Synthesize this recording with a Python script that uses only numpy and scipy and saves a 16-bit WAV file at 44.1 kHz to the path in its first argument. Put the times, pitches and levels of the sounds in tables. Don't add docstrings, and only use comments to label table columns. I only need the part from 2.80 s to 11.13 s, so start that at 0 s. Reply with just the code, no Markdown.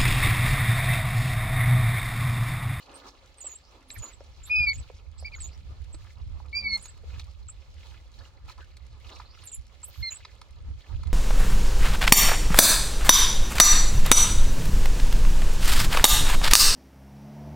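import sys
import numpy as np
from scipy import signal
from scipy.fft import rfft, irfft
from scipy.io import wavfile
from scipy.ndimage import uniform_filter1d

SR = 44100
rng = np.random.default_rng(int(sys.argv[2]) if len(sys.argv) > 2 else 0)


def log_audio(samples):
    frames = np.atleast_2d(samples).T
    limited = np.clip(frames, -1, 1)
    pcm = np.round(limited * 32767).astype(np.int16)
    wavfile.write(sys.argv[1], SR, pcm)


N = 367353
TIME_S = np.arange(N) / SR
CUTOFF_HZ = 15850


def from_db(db):
    return 10 ** (np.asarray(db) / 20)


def unit_rms(x):
    return x / np.sqrt(np.mean(x ** 2) + 1e-20)


def in_time(rows, t=TIME_S):
    times, *columns = np.transpose(rows)
    return [np.interp(t, times, column) for column in columns]


def at_hz(points, hz):
    points_hz, values = np.transpose(points)
    return np.interp(np.log(hz), np.log(points_hz), values)


def add(track, start_s, sound):
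    i = max(0, int(start_s * SR))
    track[i:i + len(sound)] += sound[:N - i]


def drift(rate_hz, size=N):
    knots = rng.standard_normal(size // 20 + 2)
    return np.interp(np.arange(size) * rate_hz / SR, np.arange(len(knots)), knots) * np.sqrt(3 / 2)


def resonate(x, hz, *widths_hz):
    for width_hz in widths_hz:
        r = np.exp(-np.pi * width_hz / SR)
        feedback = [1, -2 * r * np.cos(2 * np.pi * hz / SR), r * r]
        x = signal.lfilter(np.array([1, 0, -1]) * (1 - r * r) / 2, feedback, x + 1e-18)
    return x


def swells(rows, bed_db, steepness):
    power = from_db(bed_db) ** 2 + np.zeros(N)
    for centre_s, length_s, db in rows:
        t = np.arange(-min(centre_s, 2 * length_s), 2 * length_s, 1 / SR)
        add(power, centre_s + t[0], from_db(db) ** 2 * np.exp(-np.abs(2 * t / length_s) ** steepness))
    return 10 * np.log10(power)


def place(x, pan_db, lead_ms):
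    hz = np.arange(N + 1) * SR / (2 * N)
    left = irfft(rfft(x, 2 * N) * np.exp(2j * np.pi * hz * lead_ms / 1000))[:N]
    return np.array([left, x]) * from_db([[pan_db / 2], [-pan_db / 2]])


def field(x, scatter_db, decay_s, far_db, far_decay_s=.16):
    t = np.arange(0, .6, 1 / SR)
    decays_s = np.array([[[decay_s]], [[far_decay_s]]])
    tails = rng.standard_normal((2, 2, len(t))) * np.exp(-t / decays_s) * (t > .002)
    near, far = tails / np.sqrt(np.sum(tails ** 2, axis=-1, keepdims=True))
    return x + signal.fftconvolve(x, from_db(scatter_db) * near + from_db(far_db) * far, axes=1)[:, :N]


def echoed(x, delay_s=.002333, echo_db=-18.5):
    echo = np.array([np.interp(TIME_S - delay_s, TIME_S, side, left=0) for side in x])
    return x + from_db(echo_db) * echo


# f/Hz, width/Hz, gain/dB
REFLECTION_BANDS = [(541, 58, 6), (1578, 111, -9.5), (1882, 130, -14), (4150, 310, 4)]

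def coloured(x):
    for hz, width_hz, db in REFLECTION_BANDS:
        x = x + (from_db(db) - 1) * resonate(x, hz, width_hz)
    return x


# f/Hz, left-right correlation/1
COHERENCE = [(60, 0.79), (500, 0.91), (1400, 0.034), (10000, 0.051)]

def banded_noise(spectrum, flicker_db, flicker_hz, coherence=COHERENCE):
    out, shared = 0, drift(flicker_hz)
    edges_hz = 20 * 2 ** np.arange(0, 10.1, .5)
    white = rng.standard_normal((2, 2, N))
    for k, (low, high) in enumerate(zip(edges_hz, edges_hz[1:])):
        hz, own = np.sqrt(low * high), drift(flicker_hz)
        if high < spectrum[0][0] or low > spectrum[-1][0]:
            continue
        band = signal.butter(2, [low, high], "band", fs=SR, output="sos")
        mid, side = signal.sosfilt(band, white[k % 2])
        alike = at_hz(coherence, hz)
        gain = from_db(at_hz(spectrum, hz) + flicker_db * (shared + .42 * own))
        out = out + gain * (np.sqrt(1 + alike) * mid + np.sqrt(1 - alike) * side * [[1], [-1]])
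    return unit_rms(out)


# f/Hz, relative density/dB
AIR_SPECTRUM = [(25, -25), (50, 2), (80, -12), (160, -24.5), (1200, -29), (2500, -28.5), (4400, -34),
                (7500, -41), (9500, -54)]

def air():
    spectrum = AIR_SPECTRUM + [(CUTOFF_HZ, AIR_SPECTRUM[-1][1])]
    return from_db(-58) * banded_noise(spectrum, flicker_db=2, flicker_hz=18)


# f/Hz, relative density/dB
WIND_SPECTRUM = [(22, -1.5), (50, 0), (74, 10), (100, -6.5), (135, -30), (230, -27.5), (330, -61)]
# t/s, relative level/dB
BREEZE_CURVE = [(0, -68), (1.1, -62), (1.7, -42.5), (4.0, -43.5), (8.33, -51)]
# centre/s, length/s, relative level/dB
WIND_GUSTS = [(1.2, 0.056, -34.5), (1.79, 0.053, -29.5), (1.99, 0.059, -30.5), (2.75, 0.86, -40.5),
              (3.47, 0.17, -36.5), (4.35, 0.18, -36), (6.79, 0.028, -33), (7.21, 0.046, -32.5),
              (7.87, 0.19, -34.5), (8.17, .12, -27), (8.29, 0.057, -26.5)]

def wind():
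    level_db = swells(WIND_GUSTS, in_time(BREEZE_CURVE)[0], steepness=3.1)
    rumble = banded_noise(WIND_SPECTRUM, flicker_db=2.9, flicker_hz=28, coherence=[(30, .2), (200, .2)])
    return from_db(level_db - 1.5) * rumble * from_db([[-2.4], [2.4]])


# centre/s, length/s, relative soil level/dB, straw over soil/dB
PAW_SCUFFS = [(0.13, 0.38, -50, -9.5), (0.283, 0.035, -46, -8.5), (0.674, 0.13, -51, -8.5),
              (0.962, 0.14, -54, -13), (1.244, .17, -52.5, -4), (1.874, 0.51, -59, 0),
              (2.627, 0.2, -56.5, -3), (3.269, .15, -60, -0.5), (3.728, 0.27, -54, -19),
              (4.035, 0.21, -59, -4), (4.363, 0.14, -58, 1.5), (5.075, 0.2, -57.5, -1.5),
              (5.414, 0.13, -59.5, 1), (5.702, 0.049, -57, 2.5), (5.812, 0.043, -51, -9),
              (6.322, 0.18, -51, -4.5), (6.614, 0.16, -69, 8.5), (7.313, 0.41, -65.5, 5),
              (8.154, 0.38, -59.5, -2.5)]

def scuff_levels():
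    soil = [(s, length_s, db) for s, length_s, db, _ in PAW_SCUFFS]
    straw = [(s, length_s, db + over_db) for s, length_s, db, over_db in PAW_SCUFFS]
    return swells(soil, bed_db=-64.5, steepness=2.2), swells(straw, bed_db=-69, steepness=4.1)


# f/Hz, relative density/dB
SOIL_SPECTRUM = [(150, -18.5), (280, -0.5), (550, -4), (1200, 2), (2000, -23.5), (4000, -40.5)]
STRAW_SPECTRUM = [(1000, -9), (2000, -1.5), (4400, 1.5), (5700, -3.5), (7800, -7.5), (9500, -22),
                  (15500, -16)]

def scuffle(soil_db, straw_db):
    soil = from_db(soil_db - 4.5) * banded_noise(SOIL_SPECTRUM, flicker_db=4.5, flicker_hz=35)
    straw = from_db(straw_db - 3) * banded_noise(STRAW_SPECTRUM, flicker_db=3, flicker_hz=35)
    return soil + straw


def burst(t, decay_s, grain_db):
    grains = rng.standard_normal(len(t)) * from_db(grain_db * drift(1200, len(t)))
    return unit_rms(grains) * t * np.exp(-t / decay_s)


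def scrapes(straw_db, per_s=140):
    out, t = np.zeros(N), np.arange(0, .06, 1 / SR)
    wander = drift(14)
    for when, pitch, size in rng.random((int(per_s * N / SR), 3)):
        i = int(when * N)
        hz = 2700 * 2 ** np.clip(.35 * wander[i] + 1.8 * (pitch - .5), -1.3, 1)
        scrape = resonate(burst(t, decay_s=.003, grain_db=4), hz, hz * .2, hz * .8)
        add(out, when * N / SR, unit_rms(scrape) * from_db(straw_db[i] - 15 + 10 * size ** 2))
    return out


def cracks(per_s=17, weakest_db=-57.5):
    out, t = np.zeros(N), np.arange(0, .02, 1 / SR)
    for when, pitch, size in rng.random((int(per_s * N / SR), 3)):
        crack = resonate(burst(t, decay_s=.00094, grain_db=3.5), 2500 * 2 ** pitch, 4200)
        add(out, when * N / SR, from_db(weakest_db + 10 * size ** 2) * crack / np.abs(crack).max())
    return out


# t/s, relative peak/dB, ring f/Hz
KNOCKS = [(.644, -45, 596), (1.406, -41.5, 597), (2.099, -41, 542), (2.426, -43, 595), (2.644, -50, 3640),
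          (3.142, -46, 342), (3.6, -42.5, 860), (4.233, -48.5, 454), (4.689, -50.5, 1300),
          (5.447, -50, 2860), (6.631, -51.5, 1200)]

def thuds():
    out, t = np.zeros(N), np.arange(0, .08, 1 / SR)
    for s, peak_db, hz in KNOCKS:
        ring = resonate(burst(t, decay_s=.0032, grain_db=5.5), hz, 128, 640)
        add(out, s - .002, from_db(peak_db + 2.5) * ring / np.abs(ring).max())
    return out


# f/Hz, width/Hz, relative level/dB
SNAP_RESONANCES = [
    [(988, 220, -3.5), (1220, 200, -4.5)],
    [(1820, 310, -7.5), (2270, 670, 3.5), (4000, 1700, 8)],
    [(7960, 4500, 12), (12000, 11000, 4.5)],
]
# t/s, decay/s, low level/dB, mid level/dB, top level/dB
SNAPS_AND_CLICKS = [(1.104, 0.0014, -65, -39.5, -55), (3.146, 0.0022, -60, -52.5, -62),
                    (3.975, 0.0035, -60.5, -60, -46.5), (4.056, 0.0031, -56, -47, -46),
                    (4.397, 0.0021, -55, -42, -56), (5.682, .0022, -51, -66, -75),
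                    (5.697, 0.0021, -46.5, -49, -72), (5.779, 0.0041, -51, -58.5, -70),
                    (5.969, 0.0025, -75, -51.5, -57.5), (6.4, 0.004, -40, -53, -78),
                    (7.033, 0.0016, -52, -55, -68), (7.451, .0017, -46.5, -42, -67),
                    (7.616, 0.0014, -48, -47.5, -53), (8.235, .0017, -47, -51.5, -57),
                    (8.271, 0.0031, -58, -52.5, -58.5)]

def snaps_and_clicks():
    out, t = np.zeros(N), np.arange(0, .08, 1 / SR)
    for s, decay_s, *ranges_db in SNAPS_AND_CLICKS:
        for range_db, modes in zip(ranges_db, SNAP_RESONANCES):
            crack = burst(t, decay_s, grain_db=4)
            rings = sum(from_db(db) * unit_rms(resonate(crack, hz, width_hz, width_hz))
                        for hz, width_hz, db in modes)
            peak_rms = np.sqrt(uniform_filter1d(rings ** 2, size=220).max())
            add(out, s - .002, from_db(range_db) * rings / peak_rms)
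    return out


def voice(t, hz, db, jitter, order=1):
    hz = order * uniform_filter1d(hz, size=130) * (1 + jitter * drift(1300, len(t)))
    fade = np.clip(np.minimum(t - t[0], t[-1] - t) / .0024, 0, 1)
    shimmer = unit_rms(from_db(np.minimum(300 * jitter, 4) * drift(300, len(t))))
    tone = np.sqrt(2) * np.sin(2 * np.pi * np.cumsum(hz) / SR) * (hz < SR / 2)
    return fade * from_db(db) * shimmer * tone


def glides(rows, jitter):
    out = np.zeros(N)
    for start_s, length_s, from_hz, to_hz, db in rows:
        t = np.arange(0, length_s, 1 / SR)
        hz = from_hz + (to_hz - from_hz) * t / length_s
        add(out, start_s, np.sqrt(np.sin(np.pi * t / length_s)) * voice(t, hz, db, jitter))
    return out


# t/s, length/s, start f/Hz, end f/Hz, level/dB
MOAN_NOTES = [(0.024, 0.39, 277.4, 278.6, -64.5), (.03, 0.26, 569, 555, -64), (.96, 0.2, 278.6, 247.6, -64),
              (3.76, 0.259, 221, 189, -55)]

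def moans():
    return glides(MOAN_NOTES, jitter=.028)


# t/s, length/s, start f/Hz, end f/Hz, level/dB
YIPS_AND_RASPS = [(.825, 0.081, 4700, 5440, -65), (1.148, 0.023, 2444, 2220, -48.5),
                  (1.65, 0.046, 3520, 3930, -56.5), (2.37, 0.076, 4390, 5170, -58),
                  (2.71, .049, 4530, 5450, -61), (5.79, 0.059, 1754, 1420, -58),
                  (6.3, 0.088, 4600, 4000, -59), (6.42, 0.15, 3560, 5440, -62.5),
                  (7.308, 0.034, 2700, 2625, -49.5)]

def yips_and_rasps():
    return glides(YIPS_AND_RASPS, jitter=.0754)


# t/s, f/Hz, fundamental level/dB, octave level/dB
SQUEAL_CURVES = [
    [(1.695, 2386, -40, -71), (1.715, 2466, -22.5, -46), (1.748, 2494, -20.5, -60), (1.764, 2529, -20, -38),
     (1.79, 2509, -19.5, -42.5), (1.82, 2402, -23.5, -44), (1.843, 2430, -22, -38.5),
     (1.858, 2410, -36, -47), (1.874, 2290, -21.5, -41), (1.895, 2230, -25, -30), (1.92, 2244, -28, -42),
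     (1.94, 2150, -48.5, -79)],
    [(2.446, 2210, -40.5, -49), (2.464, 2405, -37, -40.5), (2.48, 2290, -41, -56), (2.492, 2250, -53, -69)],
    [(2.52, 2460, -49, -73), (2.536, 2340, -47, -54), (2.545, 2205, -35, -53), (2.556, 2100, -46, -62)],
    [(3.728, 2224, -37, -57), (3.745, 2270, -33.5, -51.5), (3.756, 2360, -33, -32),
     (3.785, 2394, -30.5, -28.5), (3.82, 2360, -47.5, -45.5), (3.872, 2234, -24.5, -41),
     (3.897, 2206, -37.5, -40.5), (3.93, 2155, -28, -26.5), (3.961, 2151, -36.5, -25.5),
     (3.969, 2050, -44.5, -41), (3.988, 2150, -53, -64)],
    [(7.223, 2170, -59, -50), (7.23, 2126, -36.5, -37.5), (7.273, 2112, -37.5, -33),
     (7.292, 2073, -45, -34.5), (7.297, 1960, -68, -42), (7.303, 2000, -54, -58)],
]

def squeals(waver=.002, waver_hz=55, flutter_db=2.2, weak_db=16, short_s=.06):
    fundamentals, overtones = np.zeros((2, N))
    for curve in SQUEAL_CURVES:
        t = np.arange(curve[0][0], curve[-1][0], 1 / SR)
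        hz, fundamental_db, octave_db = in_time(curve, t)
        effort_db = np.maximum(fundamental_db, octave_db)
        weakness = np.clip((effort_db.max() - effort_db) / weak_db, 0, 1)
        jitter = .001 + .009 * weakness ** 2 + .008 * (t[-1] - t[0] < short_s)
        hz = hz * (1 + waver * drift(waver_hz, len(t)) + .5 * jitter * drift(2 * waver_hz, len(t)))
        add(fundamentals, t[0], voice(t, hz, fundamental_db, jitter))
        for order, offset_db in enumerate([0, -33, -39], 2):
            db = octave_db + offset_db + flutter_db * drift(2 * waver_hz, len(t))
            add(overtones, t[0], voice(t, hz, db, jitter + .001 * (order - 1), order))
    return place(fundamentals, pan_db=0, lead_ms=-.08) + place(overtones, pan_db=-5, lead_ms=.024)


def scoop(progress, from_hz, turn_hz, to_hz, dwell_power=2.8):
    come, go = np.abs([from_hz - turn_hz, to_hz - turn_hz]) ** (1 / dwell_power)
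    away = come * (1 - progress) - go * progress
    direction = np.sign(np.where(away > 0, from_hz, to_hz) - turn_hz)
    return turn_hz + direction * np.abs(away) ** dwell_power


# t/s, length/s, start f/Hz, turn f/Hz, end f/Hz, level/dB
TWITTER_NOTES = [ (0.14, 0.03, 8360, 8340, 9600, -51), (0.572, 0.041, 8500, 8400, 11000, -59),
                 (.603, 0.031, 9100, 6950, 7600, -45), (0.638, 0.029, 7500, 7850, 7700, -43.5),
                 (0.663, 0.013, 7900, 7500, 7200, -35), (0.68, 0.042, 7360, 6830, 7200, -49.5),
                 (0.716, 0.029, 7100, 6760, 7600, -48.5), (0.748, 0.018, 7340, 7650, 7700, -46),
                 (1.08, 0.039, 8300, 11400, 8600, -64), (1.109, .023, 8300, 7430, 9500, -45.5),
                 (1.134, 0.023, 10200, 12300, 11900, -52), (1.178, 0.023, 13600, 6720, 7000, -48),
                 (1.22, 0.033, 6900, 6920, 7100, -42), (1.265, 0.035, 7180, 6830, 7000, -52.5),
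                 (1.318, 0.034, 8330, 7770, 7500, -59), (1.631, .031, 7940, 7100, 9200, -49.5),
                 (1.661, 0.031, 11100, 11550, 12000, -55.5), (1.932, 0.03, 7430, 6830, 7720, -47),
                 (1.975, 0.029, 8950, 7750, 7650, -52.5), (2.378, .033, 8800, 7440, 13500, -56),
                 (2.551, 0.032, 7200, 6700, 7000, -55.5), (2.602, 0.022, 7830, 7970, 7100, -40.5),
                 (2.628, 0.053, 7300, 6800, 8000, -46.5), (3.127, 0.029, 7640, 7680, 8630, -53),
                 (3.988, 0.034, 6850, 6830, 9500, -56), (4.022, .045, 10700, 6650, 7000, -48.5),
                 (4.078, .024, 8200, 7650, 7530, -52), (4.682, 0.024, 8050, 7390, 8680, -44.5),
                 (6.635, .018, 8600, 8600, 13200, -55), (6.653, 0.046, 13300, 7080, 8000, -46),
                 (6.715, 0.037, 8800, 7090, 8600, -42), (6.741, 0.015, 8300, 10900, 8300, -42.5),
                 (6.756, .011, 7430, 7100, 7100, -49), (7.029, 0.026, 8260, 7480, 15800, -40),
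                 (7.07, 0.027, 15600, 14700, 15700, -50), (7.126, .034, 14200, 11650, 12700, -65),
                 (7.157, 0.069, 12500, 12700, 13500, -63), (7.303, 0.013, 8100, 6800, 7000, -40.5),
                 (7.318, 0.014, 6600, 7030, 7300, -36), (7.341, .032, 9000, 7780, 7650, -46.5)]

def twitters(attack_s=.003, release_s=.0013, sag_db_per_s=73, flick_db_per_octave=4,
             stutter_db=2.6, stutter_hz=330, rest_hz=7300):
    out = np.zeros(N)
    for start_s, length_s, from_hz, turn_hz, to_hz, level_db in TWITTER_NOTES:
        t = np.arange(0, length_s, 1 / SR)
        hz = scoop(t / length_s, from_hz, turn_hz, to_hz)
        db = level_db - sag_db_per_s * (t - length_s / 2) - flick_db_per_octave * np.log2(hz / turn_hz)
        envelope = np.clip(np.minimum(t / attack_s, (length_s - t) / release_s), 0, 1)
        envelope *= unit_rms(from_db(stutter_db * drift(stutter_hz, len(t))))
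        strain = np.clip(np.log2(hz / rest_hz), 0, 1)
        whistle = voice(t, hz, db, jitter=.007 + .012 * strain)
        low_pitch_gate = np.clip((7400 - hz) / 400, 0, 1)
        octave = low_pitch_gate * voice(t, hz, db - 23, jitter=.007, order=2)
        rasp = from_db(db - 22) * unit_rms(resonate(rng.standard_normal(len(t)), 2650, 710, 5000))
        hiss = from_db(db - 15) * unit_rms(resonate(rng.standard_normal(len(t)), 13000, 5000, 5000))
        add(out, start_s, envelope * (whistle + octave + rasp + strain * hiss))
    return out


def scene():
    chatter = place(twitters() + yips_and_rasps(), pan_db=-4, lead_ms=-.025)
    calls = field(chatter, scatter_db=-3.5, decay_s=.01, far_db=-31.5)
    calls += field(squeals(), scatter_db=-13.5, decay_s=.008, far_db=-37)
    calls += moans()
    soil_db, straw_db = scuff_levels()
    blows = snaps_and_clicks() + thuds() + cracks() + coloured(scrapes(straw_db))
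    blows = field(place(blows, pan_db=-1.5, lead_ms=.035), scatter_db=-11, decay_s=.012, far_db=-24)
    bed = coloured(scuffle(soil_db, straw_db) + air()) * from_db([[-.8], [.8]])
    return calls + echoed(blows + bed) + wind()


def record(dry):
    return signal.sosfilt(signal.ellip(12, .1, 80, CUTOFF_HZ, fs=SR, output="sos"), dry)


dry = scene()
out = record(dry)
log_audio(out)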